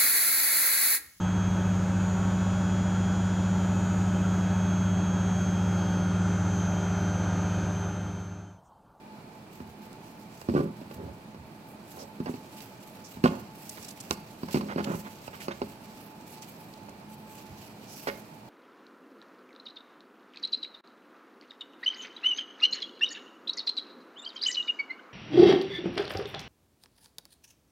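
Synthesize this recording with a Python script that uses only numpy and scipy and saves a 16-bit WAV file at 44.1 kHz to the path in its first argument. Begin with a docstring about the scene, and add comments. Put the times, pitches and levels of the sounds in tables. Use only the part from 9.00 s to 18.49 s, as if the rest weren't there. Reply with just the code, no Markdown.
"""Untying a ribbon on a gift box

Fingers pick open the knot of a satin ribbon on a cardboard box that stands on a stone table in a
small room. Sliding friction makes the ribbon hiss and zip through the knot. Tugs and fingernails
excite the modes of the hollow box, which knocks, ticks and stutters; stick-slip motion makes it
scuff and creak. Behind it all a ventilation fan murmurs, broadband air noise with duct resonances."""
import sys
import numpy as np
from scipy import signal
from scipy.fft import rfft, irfft, next_fast_len
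from scipy.io import wavfile

SR = 44100
rng = np.random.default_rng(int(sys.argv[2]) if len(sys.argv) > 2 else 0)


def to_wav(sig):
    """Store sig (one row per channel, or 1-D mono) as 16-bit WAV at the path in sys.argv[1].

    Samples outside -1..1 are clipped; the rate is SR.
    """
    pcm = np.clip(np.atleast_2d(sig), -1, 1) * 32767
    pcm = np.round(pcm).astype(np.int16)
    wavfile.write(sys.argv[1], SR, pcm.T)  # frames by channels


N = 418509


def from_db(db):
    """Amplitude ratio of a level in decibels."""
    return 10 ** (np.asarray(db) / 20)


def unit_rms(x):
    """Normalisation to an rms of 1."""
    return x / np.sqrt(np.mean(x ** 2) + 1e-20)


def at_hz(points, hz):
    """Linear interpolation of a spectrum over log frequency."""
    f, value = np.transpose(points)
    return np.interp(np.log(hz + 1e-3), np.log(f), value)


def shaped(x, gain_at):
    """Zero-phase filtering by a gain given as a function of frequency."""
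    n = next_fast_len(x.shape[-1] + 256)
    hz = np.arange(n // 2 + 1) * SR / n
    return irfft(rfft(x, n) * gain_at(hz), n)[..., :x.shape[-1]]


def coloured(x, spectrum):
    """Spectral shaping by a table of gains, normalised to an rms of 1."""
    return unit_rms(shaped(x, lambda hz: from_db(at_hz(spectrum, hz))))


def bandpass(x, low_hz, high_hz, order=2):
    """Maximally flat band-pass filtering."""
    return signal.sosfilt(signal.butter(order, [low_hz, high_hz], "band", fs=SR, output="sos"), x)


def resonate(x, hz, width_hz):
    """Second-order resonance with unit gain at its peak."""
    r = np.exp(-np.pi * width_hz / SR)
    feedback = [1, -(1 + r * r) * np.cos(2 * np.pi * hz / SR), r * r]
    return signal.lfilter(np.array([1, 0, -1]) * (1 - r * r) / 2, feedback, x)


def drift(per_s):
    """Random modulation with an rms of 1, gliding to per_s new values a second."""
    count = int(N * per_s / SR) + 2
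    values = rng.standard_normal(N // 8)[:count]
    return unit_rms(np.interp(np.arange(N) * per_s / SR, np.arange(count), values))


def swell(n, skew=0.5):
    """Half-sine envelope; a skew below 1 brings the peak forward."""
    return np.sin(np.pi * np.linspace(0, 1, n, endpoint=False) ** skew)


def add(track, s, sound):
    """Superposition of a sound on a track, starting at s seconds."""
    i = int(round(s * SR))
    track[..., i:i + sound.shape[-1]] += sound[..., :N - i]


# Correlation of left and right in the diffuse field: (frequency [Hz], correlation [ratio])
CORRELATION = [(60, 0.64), (130, 0.97), (290, 1), (640, 0.69), (1400, 0), (15000, 0.035)]

def diffuse(n):
    """Diffuse field: long waves reach both ears alike, short waves are uncorrelated."""
    mid, side = rng.standard_normal((2, n))
    mid = shaped(mid, lambda hz: np.sqrt(1 + at_hz(CORRELATION, hz)))
    side = shaped(side, lambda hz: np.sqrt(1 - at_hz(CORRELATION, hz)))
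    return np.array([mid + side, mid - side])


# Spectrum of the rushing air: (frequency [Hz], relative level [dB])
AIR_SPECTRUM = [(25, -10), (45, -3), (70, -17), (105, -2.5), (198, -0.5), (509, -10.5), (804, -9.5),
                (1050, -14), (1400, -17.5), (2420, -23), (3530, -28.5), (4300, -24.5), (5900, -34),
                (15500, -37.5)]
# Resonances of the duct: (frequency [Hz], bandwidth [Hz], relative level [dB])
DUCT_MODES = [(209.2, 10.7, -56), (310, 100, -61.5), (625, 13.6, -65), (867, 5.8, -57.5), (2330, 165, -67)]

def fan(air_db=-49.0, waver_db=0.5, left_db=-1.5, right_db=1.0):
    """Flow noise: a nearly steady broadband rush, with narrow bands from duct resonance."""
    air = from_db(air_db + waver_db * drift(per_s=12)) * coloured(diffuse(N), AIR_SPECTRUM)
    flow = diffuse(N)
    duct = sum(from_db(db) * unit_rms(resonate(flow, hz, width_hz)) for hz, width_hz, db in DUCT_MODES)
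    return (air + duct) * from_db([[left_db], [right_db]])


LEFT_LAG_SAMPLES = 14   # sound from the right reaches the left ear later
# Spectrum of the wall reflections: (frequency [Hz], relative level [dB])
WALL_SPECTRUM = [(60, 9), (200, 6), (500, -1.5), (1200, 1.5), (3000, 5), (8000, 10.5), (15000, 1.5)]

def room(x, near_db=-9.5, tail_db=-9.5, near_s=0.013, t60_s=0.58, gap_s=0.0037):
    """Reverberation: direct sound, a cluster of early reflections, then an exponential tail."""
    t = np.arange(SR // 2) / SR
    arrived = t > gap_s
    near = arrived / (1 + (t / near_s) ** 8)
    tail = arrived * from_db(-60 * t / t60_s)
    envelope = np.hypot(from_db(near_db) * unit_rms(near), from_db(tail_db) * unit_rms(tail))
    response = coloured(diffuse(len(t)), WALL_SPECTRUM) * envelope / np.sqrt(len(t))
    response[0, LEFT_LAG_SAMPLES] += 1
    response[1, 0] += 1
    return signal.fftconvolve(x[None], response, axes=1)[:, :N]


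# Level difference between the ears: (frequency [Hz], right over left [dB])
EAR_DIFFERENCE = [(60, 2), (110, 4), (200, 1.5), (380, 1), (550, 6.5), (750, 9.5), (1050, 4), (1400, 9),
                  (2400, 6), (4400, 6.5), (8000, 1), (15000, 3.5)]

def to_the_right(x):
    """Interaural level difference: half is taken from the left ear, half given to the right."""
    return shaped(x, lambda hz: from_db(at_hz(EAR_DIFFERENCE, hz) * [[-.5], [.5]]))


# The hands tilt the box on the table: (time [s], duration [s], level [dB])
BOX_TILTS = [(0.564, 0.19, -51), (1.47, 0.11, -46), (1.915, 0.3, -49.5), (2.327, 0.19, -53),
             (4.147, 0.11, -48), (5.102, .035, -45.5), (6.597, .05, -49), (8.498, 0.12, -47)]

def rumble(force, push_db=-29.0, settle_s=0.012, exponent=0.6):
    """Forced vibration: low noise swells with each tilt and follows the rms force on the box."""
    r = np.exp(-1 / (settle_s * SR))
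    push = np.sqrt(signal.lfilter([1 - r], [1, -r], force ** 2 + 1e-18))
    envelope = from_db(push_db) * push ** exponent
    for s, length, db in BOX_TILTS:
        add(envelope, s, from_db(db) * swell(int(length * SR)))
    return envelope * unit_rms(bandpass(rng.standard_normal(N), low_hz=66.4, high_hz=118.0))


# Hard tugs make the box stutter on the table: (time [s], thump level [dB], relative crack level [dB],
# panel frequency [Hz], hops [count], gap [s], loss per hop [dB])
STUTTERS = [(1.4872, -17.5, -35, 209, 2, 0.0091, 4), (1.5497, -15.5, -37, 240, 5, .0138, 1.0),
            (4.2484, -18, -29, 365, 3, 0.008, 2.5), (5.544, -16, -25.5, 224, 3, .0140, 2),
            (5.7836, -24.5, -37.5, 318, 3, 0.01025, 1.5), (5.8713, -26, -43, 245, 5, 0.015, 2),
            (9.072, -29, -31, 430, 3, 0.0071, 0)]

def hops(gap_spread=0.05):
    """Repeated impact: contacts at slightly uneven intervals, with a set loss from one to the next."""
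    contacts = []
    for s, thump_db, edge_db, panel_hz, count, gap_s, loss_db in STUTTERS:
        for k in range(int(count)):
            contacts.append((s, thump_db - k * loss_db, edge_db - k * loss_db, panel_hz))
            s += gap_s * (1 + gap_spread * rng.standard_normal())
    return contacts


# Single blows on the box: (time [s], thump level [dB], relative crack level [dB], panel frequency [Hz])
BLOWS = [(0.603, -34.5, -43.5, 233), (1.416, -48, -43.5, 420), (1.539, -22, -42, 230),
         (1.815, -36, -48, 248), (1.911, -40, -39, 470), (2.346, -42, -47, 190), (3.2017, -23, -40.5, 210),
         (3.2598, -39, -35.5, 354), (3.2678, -31, -43, 268), (3.294, -26.5, -49, 229),
         (3.3395, -31, -42, 249), (4.170, -37.5, -48, 168), (4.2397, -10, -21.5, 232),
         (4.322, -30, -58, 235), (5.1086, -25, -24, 320), (5.432, -26.5, -36, 211),
         (5.485, -52, -37.5, 450), (5.6095, -53, -32, 300), (5.7598, -22, -38, 251),
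         (5.946, -27.5, -40, 165), (6.278, -38, -36, 450), (6.4823, -25, -30.5, 359),
         (6.6172, -20.5, -30.5, 387), (7.886, -51, -43.5, 217), (8.012, -53, -47, 450)]
# Spectrum of the crack from the card's edge: (frequency [Hz], relative level [dB])
CRACK_SPECTRUM = [(60, -39), (200, -38), (500, 7), (1050, 4), (1550, -3.5), (2000, -8.5), (2750, -3),
                  (3500, -20.5), (4600, -5), (6500, -25), (9500, -26), (15000, -35)]

def knocks(crack_s=0.0053, crack_db=-1.0, ring_db=-9.5, t60_s=0.059, crest_s=0.0012, n=8192):
    """Impact excitation: a blow or hop heaves a panel, sets it ringing and cracks at the card's edge."""
    force, t = np.zeros(N), np.arange(n) / SR
    for s, thump_db, edge_db, panel_hz in list(BLOWS) + hops():
        # a smaller, stiffer panel gives a higher thump
        heave = bandpass(signal.unit_impulse(n), 0.52 * panel_hz, 1.836 * panel_hz, order=3)
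        envelope = np.minimum(t / crest_s, 1) * from_db(-60 * t / t60_s)
        ring = np.cos(2 * np.pi * panel_hz * (t - crest_s)) * envelope
        thump = from_db(ring_db) * ring - heave / np.abs(heave).max()
        crack = coloured(rng.standard_normal(n), CRACK_SPECTRUM) * np.exp(-t / crack_s)
        add(force, s, from_db(thump_db) * thump + from_db(edge_db + crack_db) * crack)
    return force


# The box drags on the table: (time [s], duration [s], relative level [dB], upper band edge [Hz])
DRAGS = [(1.952, 0.2, -44.5, 480), (2.958, 0.098, -46.5, 770), (3.252, 0.053, -39, 980),
         (4.77, .021, -46.5, 2480), (5.477, 0.041, -47.5, 1630), (5.68, .068, -40, 1710),
         (5.774, 0.046, -33.5, 1260), (5.852, .12, -37.5, 970), (6.044, 0.053, -46.5, 1880),
         (6.329, 0.03, -44, 2120), (6.505, 0.027, -39.5, 2160)]

def scuffs(slips_per_s=750.0, low_hz=151.0, grit=0.06, gain_db=-1.0, slide_s=0.18, slide_db=-24):
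    """Irregular stick-slip: card drags alone or with a stutter; a faster drag is brighter."""
    force = np.zeros(N)
    slips = (rng.random(N) < slips_per_s / SR) * rng.uniform(0.35, 1, N)
    slips += grit * rng.standard_normal(N)
    slides = [(s, slide_s, db + slide_db, 1.79 * panel_hz) for s, db, _, panel_hz, *_ in STUTTERS]
    for s, length, db, high_hz in list(DRAGS) + slides:
        i, n = int(s * SR), int(length * SR)
        drag = unit_rms(bandpass(slips[i:i + n], low_hz, high_hz))
        add(force, s, from_db(db + gain_db) * drag * swell(n, skew=0.78))
    return force


# The taut ribbon creaks over an edge of the box: (time [s], duration [s], level [dB], resonance [Hz])
EDGE_CREAKS = [(1.554, 0.063, -38, 1140), (3.257, 0.023, -50, 1600), (4.25, 0.028, -27.5, 960),
               (4.253, 0.034, -38, 2680), (5.702, 0.038, -45.5, 1360), (6.398, 0.032, -46.5, 2110),
               (6.48, .045, -54, 1490), (9.07, 0.04, -35, 1750)]

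def creaks(slips_per_s=385, jitter=0.04, uneven_db=7.0, relative_width=0.65):
    """Periodic stick-slip: under tension a nearly regular pulse train drives a resonance of the card."""
    force = np.zeros(N)
    slip_rate = slips_per_s * (1 + jitter * drift(per_s=200))
    strength = from_db(uneven_db * drift(per_s=200))
    for s, length, db, hz in EDGE_CREAKS:
        i, n, width_hz = int(s * SR), int(length * SR), relative_width * hz
        slip_count = np.floor(np.cumsum(slip_rate[i:i + n]) / SR)
        slips = np.diff(slip_count, prepend=-1) * strength[i:i + n]
        creak = unit_rms(resonate(resonate(slips, hz, width_hz), hz, width_hz))
        add(force, s, from_db(db) * creak * swell(n, skew=0.58))
    return force


# Modes of the panels and the enclosed air: (frequency [Hz], relative level [dB], 60 dB decay time [s])
BOX_MODES = [(166, -26, 0.36), (208.5, -17.5, 0.19), (244, -21, 0.073), (345, -22.5, 0.12),
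             (410.4, -22, 0.16), (555.5, -21, 0.19), (677, -49, 0.1), (894, -14.5, 0.1),
             (1025, -10.5, 0.042), (1185, -15.5, 0.035), (1397, -11, 0.032), (1980, -22, 0.062),
             (2144, -21, 0.11), (2440, -31, 0.086), (2900, -29, 0.038)]

def box(force, ring_db=-29.5, spot_db=2.0, spots_per_s=12.0):
    """Modal response: the panels yield at once, then each mode rings as the touched spot allows."""
    out = force.copy()
    for hz, db, t60_s in BOX_MODES:
        r, w = from_db(-60 / (t60_s * SR)), 2 * np.pi * hz / SR
        drive = force * from_db(spot_db * drift(spots_per_s))
        mode = signal.lfilter([1, -r * np.cos(w)], [1, -2 * r * np.cos(w), r * r], drive + 1e-18)
        out += from_db(db + ring_db) * mode
    return out


def sliding_noise(direct_db):
    """Scattering: part of the noise comes straight from the right, part by way of hands, box and table."""
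    direct = from_db(direct_db) * rng.standard_normal(N)
    return diffuse(N) + np.array([np.roll(direct, LEFT_LAG_SAMPLES), direct])


# Contour of the fingers' restless rustle: (time [s], level before centring and expansion [dB])
FINGER_RUSTLE = [(0.0, -76), (0.32, -73.5), (1.53, -64.5), (1.72, -68), (2.64, -73), (3.57, -63),
                 (3.86, -65), (4.57, -64.5), (4.76, -63.5), (4.97, -63), (5.84, -62.5), (7.24, -67),
                 (7.5, -65.5), (7.88, -69), (8.96, -63.5), (9.04, -61.5), (9.17, -66.5), (9.49, -69.5)]
# Ribbon is drawn over knot and card: (time [s], duration [s], rub level [dB], sheen level [dB])
RIBBON_PULLS = [(0.49, .14, -62, -65), (0.81, 0.073, -57, -59.5), (1.048, .08, -59.5, -61),
                (1.494, 0.18, -55, -59), (1.89, 0.11, -60, -60), (2.654, 0.14, -72, -60.5),
                (2.846, 0.25, -57, -56.5), (3.28, .13, -58, -58), (3.49, 0.24, -55, -54),
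                (4.04, 0.16, -56, -58), (4.237, 0.06, -46.5, -52), (4.548, 0.32, -56.5, -52.5),
                (4.753, 0.2, -52, -51.5), (5.096, 0.059, -50, -47), (5.489, 0.13, -48, -50),
                (5.797, 0.27, -51.5, -54.5), (6.20, 0.1, -55.5, -54), (6.38, 0.11, -53, -53),
                (6.633, 0.15, -59.5, -58), (6.835, 0.31, -59.5, -59.5), (7.246, 0.18, -55, -54.5),
                (7.41, 0.049, -52, -53), (7.479, 0.03, -55, -58), (7.572, 0.065, -67, -58),
                (8.079, 0.087, -57.5, -55), (8.274, 0.23, -56.5, -58), (8.515, 0.2, -57, -59),
                (8.86, 0.39, -55, -50.5)]

def sliding_envelopes(rest_rub_db=-63.5, rest_sheen_db=-65.0, expansion=1.34, flick_db=2.0):
    """Incoherent addition: in both rub and sheen, each pull adds its power to the fingers' rustle."""
    times, levels = np.transpose(FINGER_RUSTLE)
    busy_db = expansion * np.interp(np.arange(N) / SR, times, levels - levels.mean())
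    busy_db += flick_db * drift(per_s=14)
    power = from_db(busy_db + np.array([[rest_rub_db], [rest_sheen_db]])) ** 2
    for s, length, rub_db, sheen_db in RIBBON_PULLS:
        pull = swell(int(length * SR), skew=0.86)   # gathers speed a little faster than it loses it
        add(power, s, (from_db([[rub_db], [sheen_db]]) * pull) ** 2)
    return np.sqrt(power)


def folds(x, depth=0.25, shifts_per_s=16.0, relative_width=0.16):
    """Time-varying filtering: folds of the cloth open and close, each lifting or hollowing a band."""
    bands = (resonate(x, hz, relative_width * hz) for hz in np.geomspace(3110, 13700, 7))
    return x + sum(depth * drift(shifts_per_s) * band for band in bands)


# The ribbon jerks through the knot:
# (time [s], duration [s], relative level [dB], centre frequency [Hz], bandwidth [Hz])
KNOT_ZIPS = [(0.929, .004, -48, 6000, 8000), (1.414, .003, -43, 4550, 8000),
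             (2.985, 0.069, -48.5, 5440, 1400), (3.604, 0.0087, -44, 3300, 6000),
             (4.039, .05, -49, 5970, 2300), (4.692, .012, -35, 7500, 5530),
             (4.825, .014, -47.5, 6600, 6000), (4.845, .013, -42, 6600, 6000),
             (4.882, .017, -41, 7000, 6000), (4.905, 0.013, -42, 6600, 6000),
             (5.001, 0.017, -38.5, 6600, 5560), (5.1086, 0.0034, -20, 4900, 2600),
             (5.122, .027, -43.5, 5560, 4500), (5.547, 0.021, -47, 4500, 5000),
             (5.841, 0.013, -35.5, 3330, 5000), (6.400, .03, -50, 7350, 6000),
             (7.420, .013, -44, 6500, 6000), (7.485, .025, -52, 13500, 4000),
             (7.737, 0.0055, -46.5, 4170, 1500), (7.893, .005, -48, 6030, 7000),
             (8.868, 0.2, -51.5, 5570, 1800), (9.071, .03, -43, 3800, 4000)]

def zips(gain_db=-1.0):
    """Transient friction: threads rattle over each other in a band of noise as the knot gives."""
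    out, threads = np.zeros((2, N)), sliding_noise(direct_db=-14)
    for s, length, db, hz, width_hz in KNOT_ZIPS:
        i, n = int(s * SR), int(length * SR)
        wide = resonate(threads[:, i:i + n], hz, width_hz)
        narrow = resonate(wide, hz, width_hz)
        rasp = unit_rms(unit_rms(narrow) + unit_rms(wide))
        add(out, s, from_db(db + gain_db) * rasp * swell(n, skew=0.64))
    return out


# Spectrum of the satin's rub: (frequency [Hz], relative level [dB])
RUB_SPECTRUM = [(900, -9), (1800, -6.5), (2600, 1), (3500, -4.5), (4400, -2), (5600, -3), (7000, -4.5),
                (8200, -3), (9500, -30), (15000, -15.5)]
# Spectrum of the sheen, the high hiss of the weave: (frequency [Hz], relative level [dB])
SHEEN_SPECTRUM = [(4000, -25), (8000, -2), (9300, -5.5), (12000, 2.5), (15800, -3.5)]

def ribbon(direct_db=-9.0, catch_db=2.0, grain_db=1.5, twist_db=1.2, snaps_per_s=20.0, tick_s=0.0013):
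    """Sliding friction: tiny grains of noise bunch as the satin catches; threads snap free and tick."""
    rub_envelope, sheen_envelope = sliding_envelopes()
    grip = from_db(catch_db * drift(per_s=90) + grain_db * drift(per_s=1800))
    snaps = (rng.random(N) < snaps_per_s / SR) * rng.uniform(0.62, 0.68, N)
    ticks = signal.lfilter([1.8], [1, -np.exp(-1 / (tick_s * SR))], snaps + 1e-18)
    rub = coloured(sliding_noise(direct_db) * (grip + ticks), RUB_SPECTRUM)
    sheen = coloured(sliding_noise(direct_db) * (grip + ticks), SHEEN_SPECTRUM)
    twist = from_db(twist_db * drift(per_s=25))   # the glossy face turns in and out of contact
    return rub_envelope * rub + sheen_envelope * twist * sheen


def scene():
    """Superposition: box and ribbon a little to the right, the fan all around."""
    force = knocks() + scuffs() + creaks()
    card = room(box(force) + rumble(force))
    satin = folds(ribbon()) + zips()
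    return to_the_right(card + satin) + fan()


def record(dry, bass_cut_hz=68.0, top_cut_hz=15900):
    """Band limiting: small microphones lose the deep bass, and the top is cut steeply."""
    thin = signal.sosfilt(signal.butter(2, bass_cut_hz, "high", fs=SR, output="sos"), dry)
    return signal.sosfilt(signal.ellip(12, .1, 80, top_cut_hz, fs=SR, output="sos"), thin)


dry = scene()
out = record(dry)
to_wav(out)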